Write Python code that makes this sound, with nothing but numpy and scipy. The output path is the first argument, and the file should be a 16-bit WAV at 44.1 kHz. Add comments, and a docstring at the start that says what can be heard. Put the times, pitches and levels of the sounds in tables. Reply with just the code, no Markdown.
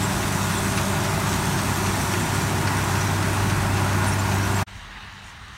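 """In a cane field, a six-cylinder diesel harvester works past at close range: firing-rate tones, noise bursts
for exhaust and clatter, gear and fan tones, and dry cane made of patchy, crackling noise.
Noise blows on a resonant frame clank once a conveyor turn, rough sine chirps are the chains.
After an abrupt cut the machine is far down the field, with noise-made dry leaves and wind on the microphone."""
import sys
import numpy as np
from scipy import signal
from scipy.fft import rfft, irfft, next_fast_len
from scipy.io import wavfile
from scipy.ndimage import uniform_filter1d, map_coordinates

SR = 44100
rng = np.random.default_rng(int(sys.argv[2]) if len(sys.argv) > 2 else 0)


def store_pcm(level_fs):
    """Save levels as 16-bit WAV."""
    pcm = np.round(np.clip(level_fs, -1, 1) * 32767).astype(np.int16)
    wavfile.write(sys.argv[1], SR, np.atleast_2d(pcm).T)


N = 245637

# Lines of the unequal cylinders: order [multiples of the four-stroke cycle rate]
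UNEVEN_ORDERS = [4, 18, 22, 24, 36, 51, 54, 57, 66, 99]
# Level of each of those lines: level_db [dB]
UNEVEN_LEVELS = [-40, -54.5, -49, -44.5, -51, -48, -46, -45.5, -49, -49]
# Spectra, before scaling to rms 1: pitch_hz [Hz], level_db [dB, relative]
# Exhaust rumble; the reflection off the ground hollows out 500 Hz: pitch_hz, level_db
EXHAUST_SPECTRUM = [(20, -42), (32, -19), (45, -14.5), (80, -7.5), (115, -1), (150, 3), (185, -2.5),
                    (220, -6.5), (275, -6), (370, -6), (430, -14.5), (490, -22), (700, -45)]
# Diesel clatter and machinery: pitch_hz, level_db
CLATTER_SPECTRUM = [(250, -22), (480, -13.5), (600, -2), (760, -0.5), (950, 2.5), (1130, -1), (1450, -2),
                    (1900, -4.5), (2350, -8.5), (2550, -7), (3050, -15.5), (5000, -17.5), (10000, -36.5)]
# Dry stalks thrashing: pitch_hz, level_db
CANE_SPECTRUM = [(1200, -13), (2800, -2), (3500, 2), (4400, -2), (4900, -3.5), (5800, 2.5), (6900, 0),
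                 (8500, 1), (9800, -2), (10500, -7), (11800, -5), (13500, -9), (15800, -14)]
# Roar of the far machine: pitch_hz, level_db
FAR_SPECTRUM = [(150, -27), (240, -7.5), (400, -6), (520, -10.5), (750, -4), (950, -1.5), (1400, 2),
                (1900, 0), (2500, -3.5), (3800, -5.5), (4500, -10), (6000, -27), (8000, -37)]
# Dry leaves stirring: pitch_hz, level_db
LEAF_SPECTRUM = [(3000, -15), (5000, -1), (5600, 5), (6700, 2.5), (7500, -2.5), (8600, -0.5), (9500, -5),
                 (10600, -12), (12500, -14), (15800, -28)]
# Wind on the microphone: pitch_hz, level_db
WIND_SPECTRUM = [(20, -42), (31, -28), (41, -2.5), (65, -7), (120, -14), (180, -18.5), (240, -23.5),
                 (320, -37), (600, -57)]
# Resonances of the conveyor frame: pitch_hz [Hz], width_hz [Hz], level_db [dB, relative]
FRAME_MODES = [(1560, 570, 2.5), (2740, 520, 2.5), (4400, 750, -2.5), (6260, 1200, -6.5), (9150, 2000, -14)]
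# Loud chain chirps: peak_s [s], pitch_hz [Hz], half_length_s [s], level_db [dB, peak]
LOUD_CHIRPS = [(.045, 7550, 0.031, -30.5), (.582, 7350, .02, -30.5), (.657, 8050, .028, -34),
               (.772, 9900, .018, -33), (1.775, 13000, .022, -37), (3.017, 5800, 0.013, -28.5),
               (3.072, 5750, .014, -33), (4.084, 9460, .03, -30.5), (4.128, 5550, .015, -31),
               (4.14, 9900, .025, -36), (4.197, 7270, 0.015, -31), (4.438, 5850, .035, -36.5),
               (4.568, 7600, .028, -33.5)]
# Swell of the cooling fan tones: peak_s [s], half_length_s [s], level_db [dB]
FAN_SWELLS = [(.95, 0.38, -39)]
# Swell of the gear whine as the gearbox comes abreast: peak_s [s], half_length_s [s], level_db [dB]
GEAR_SWELLS = [(4.27, 0.6, -38)]
# Conveyor strikes with their own time and level: start_s [s], level_db [dB, before the frame]
LISTED_STRIKES = [(.773, -29.5), (1.326, -33), (1.587, -34.5), (2.134, -31.5), (2.67, -30)]
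# Gusts on the microphone: peak_s [s], half_length_s [s], level_db [dB]
WIND_GUSTS = [(.2, 0.17, -38), (1.82, .16, -36), (3.52, 0.32, -33), (4.3, 0.4, -38), (4.768, 0.025, -37)]
# Brief stirs of the leaves: peak_s [s], half_length_s [s], level_db [dB]
LEAF_STIRS = [(4.74, 0.21, -55), (5.28, .09, -52.5), (5.57, 0.088, -56)]

TOP_HZ = 15800
CYLINDERS = 6
NEAR_FIRING_HZ, FAR_FIRING_HZ = 98.35, 96.6
# The close view ends, then the far view starts; the fade-out is a time constant
CUT_S, RESUME_S = 4.629, 4.664
FADE_OUT_S, FADE_IN_S = 0.0032, 0.017
# The cane chute moves off and the engine side comes round between these times
TURN_FROM_S, TURN_TO_S = 1.94, 3.57
# Level with the chute facing, and the change once the engine side faces
DRONE_DB, DRONE_GAIN_DB = -30.5, 6
CLATTER_DB, CLATTER_GAIN_DB = -29, 0.52
CANE_DB, CANE_GAIN_DB = -33, -3
# The drone's octave dips slowly as the machine turns
OCTAVE_DB, DIP_DB, DIP_AT_S, DIP_HALF_S = -33.5, 12, 2.86, 1.6
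# Exhaust and clatter swell as the machine passes closest
EXHAUST_DB, EXHAUST_SWELL_DB, CLATTER_SWELL_DB = -29, 2.5, 0.86
CLOSEST_AT_S, CLOSEST_HALF_S = 2.54, 2.6
GEAR_DB, FAN_DB = -44, -46.5
# Conveyor: clank levels are before the frame and its gain
FIRST_CLANK_S, TURN_S = 0.226, 0.2725
CLANK_DB, CLANK_SCATTER_DB, FRAME_GAIN_DB = -34, 0.8, 14.5
FAINT_CHIRP_DB, FAINT_CHIRP_HALF_S, FAINT_LOW_HZ, FAINT_HIGH_HZ = -43, 0.016, 5420, 10030
NEAR_WIND_DB, FAR_WIND_DB = -43, -45.5
FAR_DB, FAR_FADE_DB_PER_S = -41.5, 4
LEAVES_DB = -57.5


def amp(db):
    """Decibels to gain."""
    return 10 ** (np.asarray(db) / 20)


def unit(x):
    """Scale to rms 1."""
    return x / np.sqrt(np.mean(x ** 2) + 1e-20)


def clock():
    """The time of each sample in seconds."""
    return np.arange(N) / SR


def wobble(rate_hz):
    """A smooth random curve with rate_hz knots a second."""
    knots = rng.standard_normal(int(N * rate_hz / SR) + 4)
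    return map_coordinates(knots, [clock() * rate_hz])


def noise():
    """Fresh white noise."""
    return rng.standard_normal(N)


def filtered(x, response):
    """Shape x with a frequency response, padded so that the tail does not wrap."""
    size = next_fast_len(N + 8192)
    return irfft(rfft(x, size) * response(np.fft.rfftfreq(size, 1 / SR)), size)[:N]


def coloured(x, spectrum):
    """Shape x through spectrum points on a log pitch axis, at rms 1."""
    pitch_hz, level_db = np.transpose(spectrum)
    return unit(filtered(x, lambda hz: amp(np.interp(np.log(hz + 1), np.log(pitch_hz), level_db))))


def blend(a, b, share):
    """Mix two textures so that b has the given share of the power."""
    return np.sqrt(1 - share) * unit(a) + np.sqrt(share) * unit(b)


def bump(peak_s, half_s):
    """A smooth rise to 1 at peak_s and an equal fall."""
    return np.cos(np.pi / 2 * np.clip((clock() - peak_s) / half_s, -1, 1)) ** 2


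def swells(rows, steady_db):
    """Gain of a steady level and smooth swells, summed in power."""
    power = amp(steady_db) ** 2
    for peak_s, half_s, level_db in rows:
        power = power + (amp(level_db) * bump(peak_s, half_s)) ** 2
    return np.sqrt(power)


def facing():
    """0 while the cane chute faces the listener, rising to 1 as the engine side comes round."""
    return np.clip((clock() - TURN_FROM_S) / (TURN_TO_S - TURN_FROM_S), 0, 1)


def crank(firing_hz, hunt_hz=0.1176):
    """Engine cycles turned so far; the governor hunts a little around its speed."""
    return np.cumsum(firing_hz + hunt_hz * wobble(2)) / SR / CYLINDERS


def tone(cycle, order, waver_db, drift_rad=0):
    """A multiple of the engine cycle at rms 1; level and phase waver in the moving air."""
    phase = 2 * np.pi * (order * cycle + rng.random()) + drift_rad * wobble(12)
    return unit(amp(waver_db * wobble(9)) * np.sin(phase))


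def firings(cycle, uneven_db, decay, repeat):
    """A noise burst per cylinder, decay in firing intervals; a share of its power repeats each cycle."""
    stroke = cycle * CYLINDERS
    cylinder = np.arange(CYLINDERS)
    imbalance = np.sin(2 * np.pi * cylinder / CYLINDERS) + (cylinder % 3 == 0) - 1 / 3
    strength = amp(uneven_db * unit(imbalance))
    burst = strength[stroke.astype(int) % CYLINDERS] * np.exp(-(stroke % 1) / decay)
    pattern = rng.standard_normal(int(N / cycle[-1]))
    same = map_coordinates(pattern, [cycle % 1 * len(pattern)], mode="grid-wrap")
    return unit(burst * blend(noise(), same, repeat))


def crackle(rate_hz, spread_db):
    """Random tiny snaps with a short ring-down, a few much larger than the rest."""
    size = amp(spread_db * np.minimum(rng.exponential(size=N), 5))
    snaps = (rng.random(N) < rate_hz / SR) * size ** 2
    power = signal.lfilter([1], [1, -np.exp(-1 / (0.00085 * SR))], snaps)  # 0.85 ms power decay
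    return unit(np.sqrt(np.abs(power)) * noise())


def patchy(x, depth_db):
    """Ever-changing stalks and panels ring: narrow patches of the spectrum swell and fade."""
    spectrum = signal.stft(x, nperseg=1024)[2]
    field = uniform_filter1d(rng.standard_normal(spectrum.shape), size=5, axis=0)  # across pitch
    field = uniform_filter1d(field, size=6, axis=1)  # across time
    return unit(signal.istft(spectrum * amp(depth_db * unit(field)), nperseg=1024)[1][:N])


def exhaust_drone(cycle):
    """The firing rate and its octave hum as two tones."""
    drone = amp(DRONE_DB + DRONE_GAIN_DB * facing()) * tone(cycle, order=6, waver_db=0)
    octave_db = OCTAVE_DB - DIP_DB * bump(DIP_AT_S, DIP_HALF_S)
    return drone + amp(octave_db) * tone(cycle, order=12, waver_db=0.5)


def uneven_cylinders(cycle):
    """Unequal cylinders add wavering lines at multiples of the cycle rate."""
    return sum(amp(level_db) * tone(cycle, order, waver_db=2.5, drift_rad=0.53)
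               for order, level_db in zip(UNEVEN_ORDERS, UNEVEN_LEVELS))


def gear_whine(cycle):
    """The timing gear sings at a high multiple of the engine cycle."""
    return swells(GEAR_SWELLS, GEAR_DB) * tone(cycle, order=88, waver_db=2.5, drift_rad=0.9)


def cooling_fan(cycle):
    """The fan and its drive make a pair of tones locked to the engine."""
    pair = tone(cycle, order=39.5, waver_db=2, drift_rad=0.4)
    pair += 0.9 * tone(cycle, order=36, waver_db=2, drift_rad=0.4)
    return swells(FAN_SWELLS, FAN_DB) * pair


def exhaust_rumble(cycle):
    """Exhaust puffs, one noise burst a firing, give the low rumble."""
    level_db = EXHAUST_DB + EXHAUST_SWELL_DB * bump(CLOSEST_AT_S, CLOSEST_HALF_S)
    return amp(level_db) * coloured(firings(cycle, uneven_db=0, decay=4.8, repeat=0.042), EXHAUST_SPECTRUM)


def diesel_clatter(cycle):
    """Combustion knocks excite ringing panels and blur into a machinery roar."""
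    knocks = patchy(firings(cycle, uneven_db=-0.15, decay=11, repeat=0.098), depth_db=0.9)
    level_db = CLATTER_DB + CLATTER_GAIN_DB * facing()
    level_db += CLATTER_SWELL_DB * bump(CLOSEST_AT_S, CLOSEST_HALF_S) + 0.26 * wobble(24.24)
    return amp(level_db) * coloured(knocks, CLATTER_SPECTRUM)


def thrashing_cane():
    """Dry stalks thrash through the chains: hiss and snaps in shifting spectral patches."""
    stalks = patchy(blend(noise(), crackle(rate_hz=700, spread_db=3), share=0.21), depth_db=1.78)
    feed_db = 0.31 * wobble(4.92) + 0.34 * wobble(35.32)
    return amp(CANE_DB + CANE_GAIN_DB * facing() + feed_db) * coloured(stalks, CANE_SPECTRUM)


def buffeting(steady_db):
    """Wind on the microphone: low noise in a steady breeze and its gusts."""
    return swells(WIND_GUSTS, steady_db) * coloured(noise(), WIND_SPECTRUM)


def chains(faint_count=14):
    """Dry chain pins stick and slip in brief, rough, high chirps, some faint and random."""
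    faint = []
    for when, pitch in rng.random((faint_count, 2)):
        pitch_hz = FAINT_LOW_HZ + pitch * (FAINT_HIGH_HZ - FAINT_LOW_HZ)
        faint.append((when * CUT_S, pitch_hz, FAINT_CHIRP_HALF_S, FAINT_CHIRP_DB))
    slip_rad = 0.5 * wobble(900) + 1.6 * wobble(160)  # roughens the pitch
    return sum(amp(level_db) * bump(peak_s, half_s) * np.sin(2 * np.pi * pitch_hz * clock() + slip_rad)
               for peak_s, pitch_hz, half_s, level_db in LOUD_CHIRPS + faint)


def frame_response(hz):
    """Steel frame resonances, summed with alternating polarity."""
    total = 0
    for k, (pitch_hz, width_hz, level_db) in enumerate(FRAME_MODES):
        damping = 1j * hz * width_hz
        total = total + (-1) ** k * amp(level_db) * damping / (pitch_hz ** 2 - hz ** 2 + damping)
    return total


def conveyor(t60_s=0.11, rise_s=0.0012):
    """Links rattle on the steel frame each turn, some at their own time and strength: noise rings its modes."""
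    regular = []
    for start_s in np.arange(FIRST_CLANK_S, CUT_S, TURN_S):
        # a listed strike takes the place of the regular one
        if all(abs(start_s - listed_s) > TURN_S / 2 for listed_s, _ in LISTED_STRIKES):
            regular.append((start_s, CLANK_DB + CLANK_SCATTER_DB * rng.standard_normal()))
    blows = np.zeros(N)
    for start_s, level_db in regular + LISTED_STRIKES:
        age_s = np.maximum(clock() - start_s, 0)
        blows += amp(level_db - 60 * age_s / t60_s) * (1 - np.exp(-age_s / rise_s))
    return amp(FRAME_GAIN_DB) * filtered(blows * noise(), frame_response)


def grounded(x, delay_s=0.00104, strength=0.18):
    """The bounce off the flat field arrives a little late and combs the spectrum."""
    return unit(filtered(x, lambda hz: 1 + strength * np.exp(-2j * np.pi * hz * delay_s)))


def far_machine(cycle):
    """Across the field: a fading roar of firing bursts over faint hum and whine tones."""
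    bursts = patchy(firings(cycle, uneven_db=0.4, decay=3.4, repeat=0.056), depth_db=1.4)
    roar_db = FAR_DB - FAR_FADE_DB_PER_S * np.maximum(clock() - RESUME_S, 0) + 0.61 * wobble(7)
    roar = amp(roar_db) * grounded(coloured(bursts, FAR_SPECTRUM))
    hum = amp(-53.5) * tone(cycle, order=6, waver_db=3)
    hum += amp(-56.5) * tone(cycle, order=12, waver_db=3.5)
    whine = amp(-61) * tone(cycle, order=88, waver_db=3, drift_rad=1.2)
    whine += amp(-64) * tone(cycle, order=60, waver_db=3, drift_rad=0.5)
    return roar + hum + whine


def dry_leaves():
    """Light wind stirs dry leaves: patchy hiss with small snaps, swelling briefly."""
    rustle = patchy(blend(noise(), crackle(rate_hz=290, spread_db=3.5), share=0.16), depth_db=2)
    return swells(LEAF_STIRS, LEAVES_DB) * coloured(rustle, LEAF_SPECTRUM)


def scene():
    """The close machine, a blink of silence, then the far one, alike in both channels."""
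    t, cycle = clock(), crank(NEAR_FIRING_HZ)
    near = exhaust_drone(cycle) + uneven_cylinders(cycle) + gear_whine(cycle) + cooling_fan(cycle)
    near += exhaust_rumble(cycle) + diesel_clatter(cycle) + thrashing_cane()
    near += buffeting(NEAR_WIND_DB) + chains() + conveyor()
    far = far_machine(crank(FAR_FIRING_HZ)) + dry_leaves() + buffeting(FAR_WIND_DB)
    fade_out = np.exp(-np.maximum(t - CUT_S, 0) / FADE_OUT_S)
    fade_in = np.clip((t - RESUME_S) / FADE_IN_S, 0, 1)
    mono = fade_out * near + fade_in * far
    return np.array([mono, mono])


def record(dry):
    """Remove everything from the band limit upward."""
    return np.array([filtered(channel, lambda hz: hz < TOP_HZ) for channel in dry])


dry = scene()
out = record(dry)
store_pcm(out)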